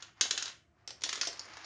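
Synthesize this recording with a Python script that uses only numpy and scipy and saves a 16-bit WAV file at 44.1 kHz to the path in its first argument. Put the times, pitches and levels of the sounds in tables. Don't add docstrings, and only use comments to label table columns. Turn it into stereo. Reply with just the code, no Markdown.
import sys
import numpy as np
from scipy import signal
from scipy.fft import rfft, irfft
from scipy.io import wavfile

SR = 44100
rng = np.random.default_rng(int(sys.argv[2]) if len(sys.argv) > 2 else 0)


def put_to_file(sound):
    columns = np.atleast_2d(sound).T
    safe = np.clip(columns, -1, 1)
    whole_steps = np.round(safe * 32767)
    wavfile.write(sys.argv[1], SR, whole_steps.astype(np.int16))


N = 72765


def amp(db):
    return 10 ** (np.asarray(db) / 20)


def unit(x):
    return x / np.sqrt(np.mean(np.sum(x ** 2, -1)) + 1e-20)


def read(points, hz):
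    f, value = np.transpose(points)
    return np.interp(np.log(hz + 1), np.log(f + 1), value)


def add(mix, start_s, sound):
    part = mix[:, max(round(start_s * SR), 0):][:, :sound.shape[1]]
    part += sound[:, :part.shape[1]]


def coloured(x, curve, size=2048):
    hz = abs(np.fft.fftfreq(size, 1 / SR))
    log_gain = np.log(amp(np.maximum(curve(hz), -100)))
    taps = np.fft.ifft(np.exp(np.conj(signal.hilbert(log_gain)))).real[:size // 2]
    return signal.fftconvolve(x, unit(taps)[None], axes=1)[:, :x.shape[1]]


# (frequency [Hz], coherence [0-1])
COHERENCE = [(50, 0.99), (300, 0.83), (800, 0.78), (2000, 0.66), (5000, 0.18), (9000, 0.17)]
def paired(x, lead_ms=None, spacing_m=0.18, sound_m_per_s=343):
    hz = np.fft.rfftfreq(x.shape[1], 1 / SR)
    left, unrelated = rfft(x)
    coherence = read(COHERENCE, hz)
    if lead_ms is None:
        coherence *= np.sinc(2 * hz * spacing_m / sound_m_per_s)
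        lead_ms = 0
    right = coherence * left + np.sqrt(1 - coherence ** 2) * unrelated
    delay = np.exp(-2j * np.pi * hz * lead_ms / 1000)
    return irfft(np.array([left, right * delay]), x.shape[1])


# (frequency [Hz], relative level [dB])
VENT_SPECTRUM = [(20, -26), (42, -18), (70, -2), (110, -0.5), (150, -7), (220, -13), (270, -17.5),
                 (320, -7.5), (500, -20.5), (620, -17), (700, -8), (800, -33.5), (1100, -23), (2500, -36),
                 (6000, -35), (8000, -40.5), (10000, -61.5), (13000, -56)]
def ventilation(air_db=-69, hum_hz=108, hum_db=-78):
    noise = paired(rng.standard_normal((2, N + 4096)))
    air = coloured(noise, lambda f: read(VENT_SPECTRUM, f), size=8192)[:, -N:]
    hum = np.sin(2 * np.pi * hum_hz * np.arange(N) / SR)
    return amp(air_db) * np.sqrt(N) * unit(air) + amp(hum_db) * hum


# (frequency [Hz], reverberation time [s])
ROOM_T60 = [(150, 0.84), (500, 0.19), (1000, 0.22), (2000, 0.4), (4000, 0.26), (7000, .27), (8500, 0.36),
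            (10000, 0.32)]
# (frequency [Hz], level [dB])
ROOM_LEVEL = [(150, -16), (500, -4), (1500, -1.5), (4000, -4), (7000, -5), (10000, -5.5)]
def room(x, first_s=0.001, build_s=0.01):
    t = np.arange(SR // 2) / SR
    hz, age, bands = signal.stft(paired(rng.standard_normal((2, len(t)))), SR, nperseg=256)
    t60 = read(ROOM_T60, hz)[:, None]
    bands *= amp(read(ROOM_LEVEL, hz)[:, None] - 60 * age / t60)
    bands *= np.sqrt(2 * np.log(1000) / t60 / SR)
    tail = signal.istft(bands, SR, nperseg=256)[1][:, :len(t)]
    onset = np.clip((t - first_s) / build_s, 0, 1)
    return signal.fftconvolve(x, tail * onset, axes=1)[:, :N]


def smooth_reverberation(x, count=4, turn_s=0.07):
    turn = np.arange(N) / SR / turn_s
    turns_away = [abs((turn - k + count / 2) % count - count / 2) for k in range(count)]
    return sum(room(x * np.cos(np.pi / 2 * np.minimum(away, 1))) for away in turns_away)


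# (time [s], level [dB])
ROLL_LEVEL = [(0, -55), (0.072, -62.5), (0.091, -57), (.115, -87), (.16, -65.5), (.2, -58.5), (.42, -52.5),
              (.5, -50.5), (.55, -72), (.62, -81), (0.739, -76.5), (.8, -66.5), (0.871, -68), (1.0, -66.5),
              (1.19, -58), (1.33, -54.5), (1.43, -53), (1.65, -51)]
# (frequency [Hz], relative level [dB])
ROLL_SPECTRUM = [(100, -19.5), (220, -20.5), (310, 1), (500, -21.5), (700, 0), (1200, 3.5), (2100, 3),
                 (3400, -2), (5000, -0.5), (6900, -8.5), (8000, -40), (8800, -24.5), (10000, -45.5)]
def rolling(bumps_per_s=3400, treble_hz=2170, fast_db=-57):
    bumps = rng.standard_normal((2, N)) * (rng.random(N) < bumps_per_s / SR)
    bumps *= amp(1.5 * np.minimum(rng.exponential(1, N), 2))
    shake = coloured(paired(bumps, lead_ms=0.11), lambda f: read(ROLL_SPECTRUM, f))
    shake = np.sqrt(N) * unit(shake)
    level = np.interp(np.arange(N) / SR, *np.transpose(ROLL_LEVEL))
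    dull = signal.sosfiltfilt(signal.butter(2, treble_hz, fs=SR, output="sos"), shake)
    treble = (shake - dull) * amp(np.minimum(level - fast_db, 0))
    return amp(level) * (dull + treble)


# (time [s], level [dB])
THUD_BLOWS = [(.2545, -18.5), (.339, -26.5), (1.062, -21.5), (1.2719, -17.5), (1.283, -25)]
# (frequency [Hz], relative level [dB])
THUD_SPECTRUM = [(100, -31), (200, -13), (300, -5.5), (500, -3), (700, -1.5), (900, -4.5), (1300, -10.5),
                 (3000, -13), (8000, -49.5)]
def thuds(t60=0.045, attack_s=0.00066):
    t, out = np.arange(SR // 5) / SR, np.zeros((2, N))
    envelope = (1 - np.exp(-t / attack_s)) * amp(-60 * t / t60)
    for start_s, db in THUD_BLOWS:
        flex = paired(rng.choice([-1., 1.], (2, len(t))), lead_ms=0.14) * envelope
        add(out, start_s, amp(db) * unit(coloured(flex, lambda f: read(THUD_SPECTRUM, f))))
    return out


def strikes(blows, spectrum, modes, t60, attack_s, ring_db, body_db, pan_db, lead_ms):
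    repeat_share = 0.3
    bass_hz, pivot_hz, body_t60 = 910, 3500, 0.35
    body_band = signal.butter(3, [250, 756], "band", fs=SR, output="sos")
    t, out = np.arange(SR // 3) / SR, np.zeros((2, N))
    rise = 1 - np.exp(-t / attack_s)
    common = rng.choice([-1., 1.], (2, len(t)))
    for start_s, db, bass_db, tilt_db in blows:
        def colour(f):
            octaves = np.log2(np.maximum(f, bass_hz) / pivot_hz)
            return read(spectrum, f) + bass_db / (1 + (f / bass_hz) ** 2) + tilt_db * octaves

        fresh = rng.choice([-1., 1.], common.shape)
        dense = paired(np.sqrt(repeat_share) * common + np.sqrt(1 - repeat_share) * fresh, lead_ms)
        crack = coloured(dense * rise * amp(-60 * t / t60), colour)
        ring = sum(amp(level - 60 * t / mode_t60) * np.sin(2 * np.pi * (hz * t + rng.random((2, 1))))
                   for hz, level, mode_t60 in modes)
        body = signal.sosfilt(body_band, dense * amp(-60 * t / body_t60))
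        blow = unit(crack) + amp(ring_db) * unit(ring * rise) + amp(body_db + bass_db) * unit(body)
        add(out, start_s, amp(db) * blow)
    return out * amp([[pan_db / 2], [-pan_db / 2]])


# (time [s], level [dB], bass [dB], treble tilt [dB/octave])
TICK_BLOWS = [(.006, -31, -1.5, -1.5), (1.009, -27, -3.5, -2), (1.3935, -11.5, -3, 0.5),
              (1.3962, -18.5, -9, 3), (1.4045, -28.5, 4, -4.5), (1.454, -27.5, 25.5, 15),
              (1.521, -36, 17, -2), (1.536, -24.5, -0.5, 0), (1.644, -20.5, -11, -1)]
# (frequency [Hz], relative level [dB])
TICK_SPECTRUM = [(100, -40), (650, -3.5), (1500, -19), (3900, -11), (4550, 4), (5400, 2), (6200, -7),
                 (6900, -1.5), (8000, -34), (9100, -17.5), (10000, -51)]
# (frequency [Hz], relative level [dB], T60 [s])
TICK_MODES = [(4800, 0.29, .04), (4800, -1.2, .04), (5100, -1.6, .04)]
def ticks():
    return strikes(TICK_BLOWS, TICK_SPECTRUM, TICK_MODES, t60=0.028, attack_s=0.00037,
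                   ring_db=-20.5, body_db=-27.5, pan_db=2, lead_ms=0.061)


# (time [s], level [dB], bass [dB], treble tilt [dB/octave])
RELEASE_BLOWS = [(.8755, -12, 8, 2), (.891, -20, -6, -3), (.9058, -14.5, 7, 1), (1.2712, -3, 6.5, 4)]
# (frequency [Hz], relative level [dB])
RELEASE_SPECTRUM = [(100, -30), (300, -29), (700, -10), (1200, -15), (2800, -9.5), (4700, -4.5), (5450, 2),
                    (6200, -6), (7000, -19), (7450, -13), (8000, -29.5), (8700, -24), (10000, -46)]
# (frequency [Hz], relative level [dB], T60 [s])
RELEASE_RING = [(5520, 0.5, 0.15), (5350, -27, 0.24)]
def ball_release():
    return strikes(RELEASE_BLOWS, RELEASE_SPECTRUM, RELEASE_RING, t60=0.046, attack_s=0.00025,
                   ring_db=-17.5, body_db=-25, pan_db=0.5, lead_ms=0.11)


# (time [s], level [dB], bass [dB], treble tilt [dB/octave])
LEVER_BLOWS = [(1.212, 3.5, 4, -2.5), (1.231, -10.5, 6.5, -3.5), (1.251, -12, 7, 3.5), (1.329, -19, 18, -1),
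               (1.372, -25, 18, -2.5)]
# (frequency [Hz], relative level [dB])
LEVER_SPECTRUM = [(100, -38), (300, -44), (1000, -16.5), (2000, -8.5), (2500, -7), (3700, -5.5), (4700, 2),
                  (5800, -0.5), (7000, -5), (8000, -32), (9000, -17), (10000, -42)]
# (frequency [Hz], relative level [dB], T60 [s])
LEVER_RING = [(1810, -26, .15), (2090, -21, 0.36), (3125, -3.5, 0.5), (4710, 15, 0.14), (4400, -1, 0.19),
              (4780, -4, 0.05)]
def lever():
    return strikes(LEVER_BLOWS, LEVER_SPECTRUM, LEVER_RING, t60=0.033, attack_s=0.00041,
                   ring_db=-19, body_db=-36.5, pan_db=0.5, lead_ms=0.15)


# (time [s], level [dB], bass [dB], treble tilt [dB/octave])
LOWER_BLOWS = [(1.0181, -16, 10, 2), (1.036, 1.5, -1, 3), (1.0905, -3, -5, 1), (1.128, -2, -0.5, 2),
               (1.1548, -9.5, -9, 1), (1.175, -14.5, 14, 0), (1.5693, -16.5, 5.5, -2)]
# (frequency [Hz], relative level [dB])
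LOWER_SPECTRUM = [(100, -28), (300, -20), (650, -9.5), (1000, -6.5), (1800, -2.5), (2400, -4), (3400, -0.5),
                  (5600, -1), (7000, -5.5), (8000, -28), (8900, -19.5), (10000, -39.5)]
# (frequency [Hz], relative level [dB], T60 [s])
LOWER_RING = [(2060, 1, 0.15), (2860, -3, 0.36), (3073, 1, 0.16), (3800, -12, .12), (4425, 2, .15),
              (4340, 8.5, 0.091), (6040, -6.5, 0.17), (6880, 8, 0.15)]
def lower_ramp():
    return strikes(LOWER_BLOWS, LOWER_SPECTRUM, LOWER_RING, t60=0.033, attack_s=0.00086,
                   ring_db=-14, body_db=-25, pan_db=0, lead_ms=0.12)


# (time [s], level [dB], bass [dB], treble tilt [dB/octave])
UPPER_BLOWS = [(.0235, -14.5, 3.5, -.5), (.2099, 8.5, -1.5, 1.24), (.3085, 3, 2, 1), (.3762, 0, 0, 0),
               (.4245, -4.5, -2, 1), (.4564, -9.5, 4.5, 0.5), (.479, -13.5, 1.5, -1), (.496, -23.5, 0, -2)]
# (frequency [Hz], relative level [dB])
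UPPER_SPECTRUM = [(100, -33), (250, -19.5), (600, -12), (950, -15.5), (1450, -4.5), (2400, -8.5), (3000, 0),
                  (4200, 1.5), (5200, -0.5), (6700, -0.5), (7300, -9), (8050, -27), (9100, -19),
                  (10000, -35.5)]
# (frequency [Hz], relative level [dB], T60 [s])
UPPER_RING = [(1503, -8.5, 0.3), (1696, -8, 0.076), (2704, -4, 0.26), (2950, 0, 0.13), (3020, -4.5, 0.42),
              (3357, -6, 0.069), (3875, 3.5, 0.17), (4090, -2.5, .2), (4884, -1, 0.11), (4860, -5.5, 0.12),
              (6700, -1.5, 0.17), (6500, 1.5, 0.17), (7260, -12, 0.18)]
def upper_ramp():
    return strikes(UPPER_BLOWS, UPPER_SPECTRUM, UPPER_RING, t60=0.037, attack_s=0.00055,
                   ring_db=-12, body_db=-29, pan_db=0.5, lead_ms=0.12)


def scene():
    board = upper_ramp() + lower_ramp() + lever() + ball_release() + ticks() + thuds() + rolling()
    return board + smooth_reverberation(board) + ventilation()


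# (frequency [Hz], left minus right level [dB])
MIC_BALANCE = [(100, -2), (300, 2.5), (700, -1), (1500, -2.5), (3500, -1.5), (5000, -1), (6200, -3),
               (7300, -8), (9000, -5)]
def record(dry, ceiling_db=-9.5, cutoff_hz=10000):
    hz = np.fft.rfftfreq(2 * N, 1 / SR)
    balance = amp(np.array([[0.5], [-0.5]]) * read(MIC_BALANCE, hz))
    heard = irfft(rfft(dry, 2 * N) * balance)[:, :N]
    rounded = amp(ceiling_db) * np.tanh(heard / amp(ceiling_db))
    low_pass = signal.firwin(127, cutoff_hz, window=("kaiser", 7), fs=SR)
    return signal.oaconvolve(rounded, low_pass[None], "same")


dry = scene()
out = record(dry)
put_to_file(out)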